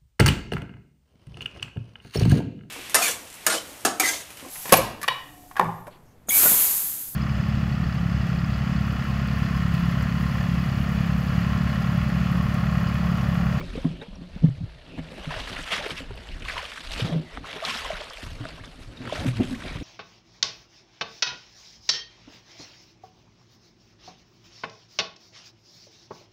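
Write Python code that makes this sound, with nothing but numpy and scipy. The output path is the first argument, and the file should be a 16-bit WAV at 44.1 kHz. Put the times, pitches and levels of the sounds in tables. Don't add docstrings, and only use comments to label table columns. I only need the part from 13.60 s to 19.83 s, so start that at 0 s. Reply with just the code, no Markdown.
import sys
import numpy as np
from scipy import signal
from scipy.fft import rfft, irfft
from scipy.io import wavfile
from scipy.ndimage import uniform_filter1d

SR = 44100
rng = np.random.default_rng(int(sys.argv[2]) if len(sys.argv) > 2 else 0)


def gain_from_decibels(decibels):
    exponent = np.asarray(decibels, float) / 20
    return 10 ** exponent


def to_wav(s):
    ch = np.atleast_2d(s).T
    pcm = np.round(np.clip(ch, -1, 1) * 32767)
    wavfile.write(sys.argv[1], SR, pcm.astype(np.int16))


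N = 274743

# frequency in Hz, density in dB per Hz.
SPLASH_SPECTRUM = [(250, -28), (420, 3), (488, 2.5), (641, 2.5), (816, -3), (1140, -4), (2110, -5),
                   (2860, -4.5), (5990, -11.5), (10600, -16.5), (13500, -27.5), (15500, -32)]
# time of peak in seconds, peak in dB, rise in seconds,
# fall in seconds, depth (slosh against splash) in dB.
SURGES = [(0.24, -45, 4.9, 0.25, -18), (0.421, -43.5, 0.011, 0.079, 6), (0.85, -50.5, 1, 0.66, -4),
          (1.65, -42.5, 0.66, 0.066, -1), (1.72, -33.5, 0.1, 0.24, -10), (1.79, -33, 0.13, 0.18, -6),
          (1.89, -35.5, 0.078, 0.077, -34), (1.934, -32, 0.022, 0.08, -10), (1.98, -35.5, .1, 0.54, -17),
          (2.087, -31.5, 0.08, 0.031, -20), (2.13, -23, 0.04, 0.086, -12), (2.17, -27, 0.12, 0.055, -23),
          (2.225, -35, 0.08, 0.089, -5), (2.262, -31.5, 0.039, 0.044, -4),
          (2.308, -30.5, 0.056, 0.061, -16.5), (2.38, -31, 0.042, 0.061, -25),
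          (2.43, -47, 0.074, 0.22, 1.5), (2.56, -47.5, 0.15, 0.3, -1), (2.7, -44, 0.3, 0.24, -17),
          (2.9, -35.5, 0.15, 0.2, -19), (2.98, -32, 0.16, 0.27, -11.5), (3.045, -34.5, 0.074, .06, -18),
          (3.17, -40.5, 0.25, 0.25, -37), (3.245, -39, 0.06, 0.18, -23), (3.309, -42, 0.021, 0.25, -3.5),
          (3.4, -29.5, 0.086, 0.21, -15), (3.54, -39.5, 0.099, 0.063, 13.5), (3.77, -43, 0.18, 0.085, -1.5),
          (3.86, -36.5, 0.036, 0.88, -6), (4.092, -25, 0.082, 0.22, -21), (4.15, -28.5, .06, 0.23, -21),
          (4.25, -42.5, 0.056, 0.31, 2.5), (4.36, -37, 0.22, 0.45, -7), (4.86, -43.5, 0.45, 0.54, -4.5),
          (5.55, -32, 0.19, 0.19, -6), (5.77, -39, 0.088, 0.11, -15), (6.07, -38, 0.2, 0.35, -6.5)]
# time of peak in seconds, peak in dB,
# rise in seconds, fall in seconds.
SWISHES = [
    (1.55, -46.5, 0.12, 0.24),
    (3.32, -36, 0.038, 0.16),
    (3.7, -55.5, 0.33, 0.49),
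    (4.66, -44, 0.56, 0.37),
    (5.25, -52.5, 1, 0.28),
    (5.58, -40, 0.12, .2),
    (5.69, -37, 0.26, 0.064),
    (5.87, -43.5, 0.29, 0.72),
    (6.07, -65, 0.21, 0.48),
]
SPAN_DB = 20
SEEP_DB, SEEP_DEPTH_DB, SEEP_TOP_DB = -68.5, 2, -32
SPRAY_DB, DULLING = -20, 0.13
SWISH_TOP_DB = -13

# start in seconds, peak in dB, pitch in Hz, 60 dB decay in seconds.
PLOPS = [(0.153, -21.5, 432, 0.03), (0.243, -26.5, 650, 0.042), (0.416, -33, 438, 0.13),
         (0.25, -36, 1050, .04), (0.414, -38, 840, 0.08), (0.837, -23, 474, 0.025),
         (1.688, -34, 1260, 0.061), (1.706, -26.5, 980, 0.047), (1.99, -29.5, 1370, 0.044),
         (2.118, -31, 495, 0.038), (2.138, -30, 1200, 0.036), (2.193, -26.5, 572, 0.086),
         (2.262, -21, 410, 0.017), (2.295, -29, 434, 0.029), (2.506, -31, 390, 0.067),
         (2.856, -29, 1115, 0.021), (2.966, -22, 975, 0.024), (2.988, -23.5, 1000, 0.028),
         (3.773, -27.5, 720, 0.016), (3.495, -30, 640, 0.066), (4.023, -21, 644, 0.062),
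         (4.249, -23.5, 1030, 0.039), (4.303, -15.5, 635, 0.021), (4.409, -25.5, 600, 0.027),
         (4.853, -30.5, 627, 0.042), (5.471, -29, 1340, 0.034), (5.496, -26, 984, 0.027),
         (5.524, -13.5, 600, 0.013), (5.644, -23.5, 556, 0.029), (5.794, -33, 630, 0.03),
         (6.052, -22, 580, 0.0071), (0.002, -31, 485, 0.051), (0.18, -26.5, 518, 0.061),
         (1.515, -34.5, 500, 0.088), (1.722, -24, 705, 0.026), (1.76, -27, 613, 0.073),
         (2.21, -24, 826, 0.016), (2.403, -30, 514, 0.027), (3.0, -33, 790, 0.035),
         (3.027, -31, 568, 0.045), (3.396, -20.5, 477, 0.021), (3.96, -28.5, 420, 0.066),
         (4.073, -25.5, 765, 0.036), (4.106, -22.5, 1060, 0.042), (4.325, -26, 606, 0.055),
         (4.836, -35, 690, 0.034), (5.575, -32, 690, 0.037)]
PLOP_RISE_S = 0.0019
# start in seconds, peak in dB, pitch in Hz, 60 dB decay in seconds.
SPLATS = [(1.385, -27.5, 2320, 0.084), (1.7059, -23.5, 1750, 0.056), (1.7399, -22, 1480, 0.011),
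          (1.873, -20.5, 1520, 0.048), (1.929, -19.5, 3080, 0.03), (1.9622, -19, 2380, 0.057),
          (2.087, -28, 2700, 0.028), (2.1066, -16.5, 2600, 0.17), (2.26, -20, 2680, 0.035),
          (2.3052, -13.5, 2530, 0.03), (2.3664, -22.5, 2830, 0.13), (2.85, -20, 2800, .042),
          (2.8838, -13.5, 1950, 0.028), (2.9571, -22, 1160, 0.016), (2.9783, -11.5, 2470, 0.03),
          (3.3162, -16, 3440, 0.018), (3.3353, -18, 3700, 0.03), (3.3929, -23, 2600, 0.087),
          (3.7723, -23, 1330, 0.017), (3.8444, -43, 1280, 0.045), (3.928, -23, 2860, 0.021),
          (4.0497, -10.5, 3500, 0.037), (4.0987, -12, 2700, 0.028), (4.8531, -16, 1250, 0.0075),
          (5.474, -19, 1400, 0.026), (5.5528, -20.5, 1740, 0.067), (5.817, -24, 2650, 0.082),
          (5.8316, -19, 2840, 0.088)]
# start in seconds, peak in dB, pitch in Hz.
DRIPS = [(0.156, -31, 3300), (0.414, -30.5, 1370), (2.064, -28, 2830), (2.506, -26, 980),
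         (2.574, -25, 2600), (1.146, -37, 3020), (3.1168, -25, 2950), (3.119, -21.5, 1530),
         (3.158, -26, 1530), (3.2053, -21.5, 3200), (3.271, -20.5, 3220), (3.981, -28, 2130),
         (4.3143, -21, 1960), (4.371, -29, 2050), (4.409, -25, 4140), (4.505, -24.5, 1250),
         (4.533, -23, 2930), (4.571, -33, 2500), (4.635, -28, 3420), (5.037, -25.5, 1580),
         (5.453, -22, 1500), (5.594, -21, 3560), (5.528, -24.5, 5000), (6.0208, -23.5, 1580),
         (6.167, -26, 2640)]
# start in seconds, peak in dB, pitch in Hz,
# 60 dB decay in seconds.
SPATTERS = [(0.86, -35, 1900, .04), (0.897, -48, 6500, .015), (1.374, -29, 660, 0.097),
            (1.764, -24, 1510, .04), (1.802, -20.5, 2800, 0.027), (1.84, -27, 3800, 0.017),
            (1.8916, -28, 5130, 0.019), (1.977, -27, 2870, 0.021), (1.9895, -22.5, 1600, .04),
            (2.007, -30, 1800, 0.017), (2.026, -30, 7440, 0.026), (2.1177, -10.5, 2820, 0.14),
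            (2.142, -17, 1930, 0.028), (2.181, -17, 2200, .03), (2.225, -23, 3670, .03),
            (2.28, -32, 9900, 0.023), (2.3526, -42, 7810, .015), (2.556, -43, 10500, .015),
            (2.7985, -35, 6350, .012), (2.8208, -22.5, 2540, 0.044), (2.827, -40, 8800, .015),
            (2.885, -30, 1980, 0.018), (2.897, -16, 1800, 0.035), (3.011, -25, 1470, 0.027),
            (3.052, -19, 2580, 0.011), (3.174, -20, 1560, 0.037), (3.406, -14.5, 3100, 0.024),
            (3.446, -25, 2970, .02), (3.85, -23.5, 1270, 0.046), (4.034, -18, 1190, 0.076),
            (4.0706, -33, 2200, 0.031), (4.141, -18, 3350, 0.043), (4.247, -26, 6500, .012),
            (4.351, -20.5, 1510, 0.036), (4.4418, -30.5, 6890, 0.016), (4.468, -26.5, 1110, .02),
            (4.499, -25, 4660, 0.018), (4.604, -31, 2500, 0.012), (4.836, -30, 1470, 0.031),
            (4.8858, -26, 4140, 0.029), (5.055, -31, 5500, .02), (5.769, -31, 4760, .03),
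            (5.872, -27, 3280, 0.011), (6.081, -27, 3900, 0.018), (6.1439, -52, 5240, .02),
            (0.529, -41, 1210, 0.022), (1.334, -37, 497, 0.03), (4.534, -34, 10900, .015),
            (1.01, -45, 606, 0.034)]
SPLAT_WIDTH, DRIP_WIDTH, SPATTER_WIDTH = 0.83, 0.98, 0.62
DRIP_T60_S = 0.036
TICK_DB, TICK_S = -24.5, 0.00042
LOW_DULL_DB = 2.5
# start in seconds, peak in dB, pitch in Hz.
SNAPS = [(0.2489, -32, 1680), (1.4874, -34, 2570), (1.7069, -26, 1770), (1.741, -19, 1600),
         (1.7534, -33, 3300), (1.7981, -27, 1600), (2.0103, -32, 2540), (2.067, -28, 2200),
         (2.087, -29, 2880), (2.1063, -20, 2150), (2.2959, -25.5, 1100), (2.6893, -28.5, 2970),
         (2.8822, -25, 1940), (2.9801, -20, 2240), (3.01, -33, 2750), (3.1182, -28.5, 2800),
         (3.3094, -24, 3400), (3.7736, -25, 1590), (4.0034, -24, 2300), (4.5725, -25, 2370),
         (5.6295, -39, 3230), (1.9288, -27, 3000), (3.9303, -24, 2840), (4.4191, -25, 1100),
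         (4.6363, -30, 2750)]
SNAP_RISE_S, SNAP_T60_S = 0.0001, 0.004

# start in seconds, length in seconds,
# first pitch in Hz, last pitch in Hz, level in dB.
SQUEAKS = [(0.011, 0.0037, 1160, 1170, -32), (.012, 0.0073, 2230, 2320, -38),
           (0.082, 0.53, 3090, 2904, -55), (0.413, 0.0073, 3800, 3700, -38.5),
           (0.553, 0.0069, 5670, 5640, -48.5), (1.27, 0.16, 2685, 2650, -52),
           (1.518, .14, 2586, 2760, -50.5), (3.634, 0.142, 2060, 1940, -51), (3.839, 0.012, 680, 1940, -37),
           (4.974, 0.048, 780, 2940, -47.5), (5.371, 0.011, 3840, 3580, -41),
           (5.59, 0.056, 617, 960, -41.5), (5.725, 0.026, 900, 1400, -47), (5.937, 0.023, 1365, 2680, -41),
           (5.947, 0.026, 910, 1320, -49), (6.062, 0.057, 2240, 2260, -42)]
WAVER = 0.16

# start in seconds, peak in dB,
# low note in Hz, upper note in dB against it, 60 dB decay in seconds.
KNOCKS = [(0.175, -28.5, 182, 3, 0.058), (0.246, -11, 162.2, -7, 0.19), (0.417, -38, 164, -4.5, 0.16),
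          (0.482, -28, 188, -28, 0.064), (0.581, -33, 186.7, -14, 0.53), (0.61, -25, 175, -11, 0.14),
          (1.669, -21, 150.7, -15, 0.185), (2.414, -42.5, 203, 5, 0.19), (3.445, -13.5, 165, -30, 0.057),
          (3.557, -13.5, 155.5, -17, 0.16), (3.777, -44.5, 149, 10, 0.068), (4.63, -31, 94.5, -4, 0.051),
          (4.802, -22.5, 117.5, -12.5, 0.17), (5.399, -32.5, 122, -4.5, 0.82), (5.653, -18, 167.5, -3, 0.2),
          (5.794, -16.5, 106, -5.5, 0.11), (6.109, -28.5, 151, -6, 0.068), (6.156, -17.5, 100, -26, 0.035)]
# start in seconds, peak in dB, pitch in Hz, 60 dB decay in seconds.
THUDS = [(0.304, -18.5, 162.5, 0.11), (0.526, -32, 200, 0.063), (0.76, -21, 187, 0.033),
         (0.837, -0.5, 157, 0.14), (0.882, -11, 129.5, 0.12), (0.979, -23, 88.5, 0.048),
         (1.005, -19.5, 163, 0.15), (1.031, -16, 105, 0.067), (1.765, -27.5, 95, 0.071),
         (2.502, -30, 109.4, 0.24), (3.418, -12, 118, 0.093), (4.667, -25, 96.9, 0.043),
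         (4.712, -30.5, 103, 0.16), (5.587, -21, 91.5, 0.1), (5.672, -11.5, 124, 0.25),
         (5.825, -24, 254, 0.17), (5.748, -20.5, 112.7, 0.48), (0.133, -30, 240, .06),
         (1.515, -37, 210, 0.11), (1.59, -34, 181, 0.13), (1.932, -32.5, 170, 0.072),
         (2.125, -33, 199, 0.11), (2.59, -37, 235, 0.045), (2.703, -42, 190, 0.16), (2.854, -36, 98, 0.099),
         (1.155, -39, 128, 0.14), (5.005, -29.5, 100, .1), (5.27, -32, 111, 0.16), (4.076, -32, 222, 0.12),
         (4.149, -33, 230, 0.07), (4.33, -30.5, 171, 0.045), (4.809, -29, 285, 0.14),
         (6.17, -32, 280, 0.058), (5.657, -22.5, 328, 0.065), (5.796, -20.5, 346, 0.055),
         (1.579, -35.5, 337, .08)]
# start in seconds, peak in dB, low note in Hz, upper note in dB against it,
# 60 dB decay in seconds.
SHOVES = [
    (0.817, -14.5, 143, -17, 0.26),
    (1.375, -24.5, 159.8, -7, 0.17),
    (3.509, -16, 161.6, -41, 0.2),
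    (5.799, -20, 217.5, 5, 0.096),
    (5.905, -27, 224, 0, 0.2),
]
KNOCK_RISE_S, THUD_RISE_S, SHOVE_RISE_S = 0.0017, 0.0031, 0.021
THUD_UPPER_DB = -23
UPPER_HZ, THIRD_HZ = 255, 346.4
# frequency in Hz, density in dB per Hz.
RATTLE_SPECTRUM = [(200, -22), (330, 1.5), (650, -4.5), (1300, -19.5), (3000, -33), (12000, -66)]
RATTLE_RISE_S, RATTLE_T60_S = 0.0044, 0.16
# time in seconds, level in dB.
HANDLING = [(0.0, -40), (0.57, -50), (1.18, -56), (1.39, -39.5), (1.49, -47), (1.68, -43.5), (2.5, -49),
            (2.67, -48), (3.19, -56), (3.54, -31), (3.66, -48.5), (4.25, -51.5), (4.53, -57.5),
            (4.84, -45.5), (5.18, -49), (5.4, -42), (5.85, -34.5), (6.23, -42.5)]
# frequency in Hz, width in Hz, level in dB.
HOUSING_MODES = [(122, 67, -2.5), (164, 28, 2), (251.3, 130, -3.5), (363.5, 27, -7.5), (504, 210, -14.5)]
# time of peak in seconds, peak in dB, rise in seconds.
BUFFETS = [(0.0, -43, .3), (0.21, -34.5, 0.46), (0.85, -33, 0.57), (1.0, -35, .15), (1.39, -53, 0.44),
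           (1.68, -32.5, 0.1), (1.95, -38.5, 0.98), (2.2, -41.5, 0.1), (2.53, -38, 0.37),
           (2.71, -33, 0.045), (2.95, -37.5, 0.45), (3.3, -34, 0.079), (3.5, -48, .3), (3.748, -39, 0.039),
           (4.34, -38, 0.3), (4.67, -35, 0.044), (4.84, -41, 0.63), (5.05, -51, 0.35), (5.33, -42, 0.76),
           (5.6, -32.5, 0.091), (5.85, -44, 0.33), (6.03, -37, 0.33), (6.18, -39, 0.26)]
BUFFET_FALL_S, CALM_DB = 0.24, -68
# frequency in Hz, density in dB per Hz.
RUMBLE_SPECTRUM = [(10, -10), (25, 9.5), (50, 8), (80, 3), (110, -58), (200, -71)]

# frequency in Hz, density in dB per Hz.
NIGHT_SPECTRUM = [(180, -43), (300, -7), (600, -0.5), (1000, -14.5), (3000, -14), (4300, -6), (6000, -25),
                  (11400, -30.5), (14000, -62.5)]
NIGHT_DB = -60.5
# frequency in Hz, width in Hz, level in dB.
CAVITY_MODES = [(635, 60, -15.5), (1710, 24, -7.5), (2800, 150, -17.5), (3620, 65, -16), (8160, 220, -4)]
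TOP_HZ = 14800


def wading():
    hz, t, z = signal.stft(water_texture(), SR, nperseg=512)
    patches = uniform_filter1d(rng.standard_normal(z.T.shape), size=5, axis=0)
    patches = evened(uniform_filter1d(patches, size=9, axis=1)).T

    s, db, rise, fall, deep_db = np.transpose(SURGES)
    water_db = swells(t, SEEP_DB, s, db, rise, fall)
    blades_db = swells(t, 2 * SEEP_DB, *np.transpose(SWISHES))
    force_db = 10 * np.log10(gain_from_decibels(2 * water_db) + gain_from_decibels(2 * blades_db))
    depth_db = swells(t, SEEP_DB + SEEP_DEPTH_DB, s, db + deep_db, rise, fall) - force_db
    spray_db = swells(t, SEEP_DB + SEEP_TOP_DB, s, db + SPRAY_DB - DULLING * deep_db, rise, fall)
    bright_db = 10 * np.log10(gain_from_decibels(2 * spray_db) + gain_from_decibels(2 * (blades_db + SWISH_TOP_DB))) - force_db

    top = np.clip(np.log2(hz / 3500 + 1e-9) / 0.79, 0, 1.5)[:, None]
    bottom = np.clip(np.log2(1300 / (hz + 1)) / 1.47, 0, 1)[:, None]
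    z = z * gain_from_decibels(top * (bright_db + 11.0) + bottom * (depth_db + 1.0) + 1.8 * patches)
    force = gain_from_decibels(np.interp(np.arange(N) / SR, t, force_db))
    return force * signal.istft(z, SR, nperseg=512)[1][:N]


def water_texture():
    gusts = gain_from_decibels(1.0 * lumps(0.024) + 1.7 * lumps(0.0035))
    raw = 0.31 * rng.standard_normal(N)
    raw += 0.21 * bubbles(4000, 1.6, 10.1, 14490, 0.8)
    raw += 0.14 * bubbles(1500, 4.0, 1.5, 14000, 0.64)
    raw += 0.087 * bubbles(450, 3.2, 29.4, 5525, 3.3)
    return coloured(raw * gusts, SPLASH_SPECTRUM)


def bubbles(per_s, spread_db, cycles, top_hz, rise, count=22):
    size = gain_from_decibels(spread_db * np.minimum(rng.exponential(1, N), 2.8))
    size = size * (rng.random(N) < per_s / SR)
    kind, out = rng.integers(0, count, N), np.zeros(N)
    for k, hz in enumerate(np.geomspace(350, top_hz, count)):
        grain = ring(hz, rise / hz, 2.0 * cycles / hz, 0.094 * hz / cycles)
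        grain = grain[:int(2 * cycles * SR / hz)]
        grain = grain / np.linalg.norm(grain) * np.sqrt(hz)
        out += signal.oaconvolve(size * (kind == k), grain)[:N]
    return evened(out)


def drops():
    splats = [(*row, SPLAT_WIDTH) for row in SPLATS]
    drips = [(*row, DRIP_T60_S, DRIP_WIDTH) for row in DRIPS]
    out = bursts(splats + drips)
    for s, db, hz, t60 in PLOPS:
        add(out, s, gain_from_decibels(db - 5.5) * ring(hz, PLOP_RISE_S, t60, 1.0))
    for s, db, hz in SNAPS:
        add(out, s, gain_from_decibels(db) * ring(hz, SNAP_RISE_S, SNAP_T60_S))
    return out


def spatters():
    return bursts([(*row, SPATTER_WIDTH) for row in SPATTERS])


def bursts(thrown):
    out, spray = np.zeros(N), np.zeros(N)
    noise = rng.standard_normal((len(thrown), 4096))
    for (s, db, hz, t60, width), burst in zip(thrown, noise):
        t = np.arange(len(burst)) / SR
        fade = (1 - np.exp(-t / 0.00055)) * gain_from_decibels(-60 * t / max(t60, 0.004))
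        crackle = burst * abs(burst) * fade
        note = modal(crackle, [(hz, width * hz, 0)], order=3)
        add(out, s, gain_from_decibels(db - 7.5) * note / abs(note).max())
        fine_db = db + LOW_DULL_DB * min(np.log2(hz / 3000), 0)
        add(spray, s, gain_from_decibels(fine_db - 24.5) * fade + gain_from_decibels(fine_db + TICK_DB) * np.exp(-t / TICK_S))
    return out + spray * coloured(rng.standard_normal(N), SPLASH_SPECTRUM)


def squeaks():
    out, waver = np.zeros(N), lumps(0.0015)
    swell = gain_from_decibels(1.5 * lumps(0.004))
    for s, length, from_hz, to_hz, db in SQUEAKS:
        hz = np.geomspace(from_hz, to_hz, int(length * SR))
        hz = hz * (1 + WAVER * np.sqrt(length) * waver[round(s * SR):][:len(hz)])
        note = np.sin(2 * np.pi * np.cumsum(hz) / SR)
        add(out, s, gain_from_decibels(db) * note * signal.windows.tukey(len(hz), 0.6))
    return out * swell


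def jolts():
    out, rattle = np.zeros(N), np.zeros(N)
    blows = [(*row, KNOCK_RISE_S) for row in KNOCKS] + [(*row, SHOVE_RISE_S) for row in SHOVES]
    blows += [(s, db, hz, THUD_UPPER_DB, t60, THUD_RISE_S) for s, db, hz, t60 in THUDS]
    t = np.arange(SR // 4) / SR
    rattle_shape = gain_from_decibels(-60 * t / RATTLE_T60_S) * np.minimum(t / RATTLE_RISE_S, 1)
    for s, db, hz, upper_db, t60, rise in blows:
        add(out, s, gain_from_decibels(db - 5.0) * ring(hz, rise, t60))
        add(out, s, gain_from_decibels(db + upper_db + 3.0) * ring(UPPER_HZ, 2.0 * rise, 0.34 * t60))
        add(out, s, gain_from_decibels(db + upper_db - 11.0) * ring(THIRD_HZ, 0.41 * rise, 0.4 * t60))
        add(rattle, s, gain_from_decibels(db + upper_db - 16.0) * rattle_shape)
    return out + rattle * coloured(rng.standard_normal(N), RATTLE_SPECTRUM)


def handling():
    shake_db = np.interp(np.arange(N) / SR, *np.transpose(HANDLING))
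    force = rng.standard_normal(N) * gain_from_decibels(4.9 * lumps(0.02))
    return gain_from_decibels(shake_db) * evened(modal(force, HOUSING_MODES, order=2))


def rumble():
    slow = np.arange(0, N + 256, 256) / SR
    buffet_db = swells(slow, CALM_DB, *np.transpose(BUFFETS), BUFFET_FALL_S)
    rumble_db = np.interp(np.arange(N) / SR, slow, buffet_db)
    noise = coloured(rng.standard_normal(N) * gain_from_decibels(2.3 * lumps(0.055)), RUMBLE_SPECTRUM)
    return gain_from_decibels(rumble_db - 1.5) * noise


def night():
    return gain_from_decibels(NIGHT_DB) * coloured(rng.standard_normal(N), NIGHT_SPECTRUM)


def ring(hz, rise, t60, glide=0.0):
    t = np.arange(int(0.3 * SR)) / SR
    shape = (1 - np.exp(-t / max(rise, 1e-4))) ** 2 * gain_from_decibels(-60 * t / max(t60, 0.002))
    return shape / shape.max() * np.sin(2 * np.pi * hz * (t + glide * t ** 2))


def modal(x, modes, order=1):
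    f = np.fft.rfftfreq(len(x), 1 / SR)
    response = sum(gain_from_decibels(db) / (1 + 2j * (f - hz) / w) ** order for hz, w, db in modes)
    return irfft(rfft(x) * response, len(x))


def swells(t, rest_db, s, db, rise, fall):
    late = t[:, None] - s
    before, after = -late / np.maximum(rise, 0.005), late / np.maximum(fall, 0.005)
    peaks = db - SPAN_DB * np.where(late < 0, before, after)
    return 10 * np.log10(gain_from_decibels(2 * rest_db) + gain_from_decibels(2 * peaks).sum(1))


def coloured(x, points):
    f, db = np.transpose(points)
    hz = np.fft.rfftfreq(len(x), 1 / SR)
    gain = gain_from_decibels(np.interp(np.log(hz + 1), np.log(f + 1), db))
    return evened(irfft(rfft(x) * gain, len(x)))


def lumps(width_s):
    size = max(int(width_s * SR), 2)
    return evened(uniform_filter1d(uniform_filter1d(rng.standard_normal(N), size), size))


def evened(x):
    return x / np.sqrt(np.mean(x ** 2) + 1e-20)


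def add(mix, s, sound):
    part = mix[round(s * SR):][:len(sound)]
    part += sound[:len(part)]


def scene():
    airborne = wading() + drops() + spatters() + night()
    close = squeaks() + jolts() + handling() + rumble()
    return (airborne + modal(airborne, CAVITY_MODES) + close)[None]


def band_limit(x):
    return signal.sosfilt(signal.butter(12, 15710, fs=SR, output="sos"), x)


def record(dry):
    low_pass = signal.butter(10, TOP_HZ, fs=SR, output="sos")
    limited = signal.sosfilt(low_pass, dry)
    return band_limit(limited)


dry = scene()
out = record(dry)
to_wav(out)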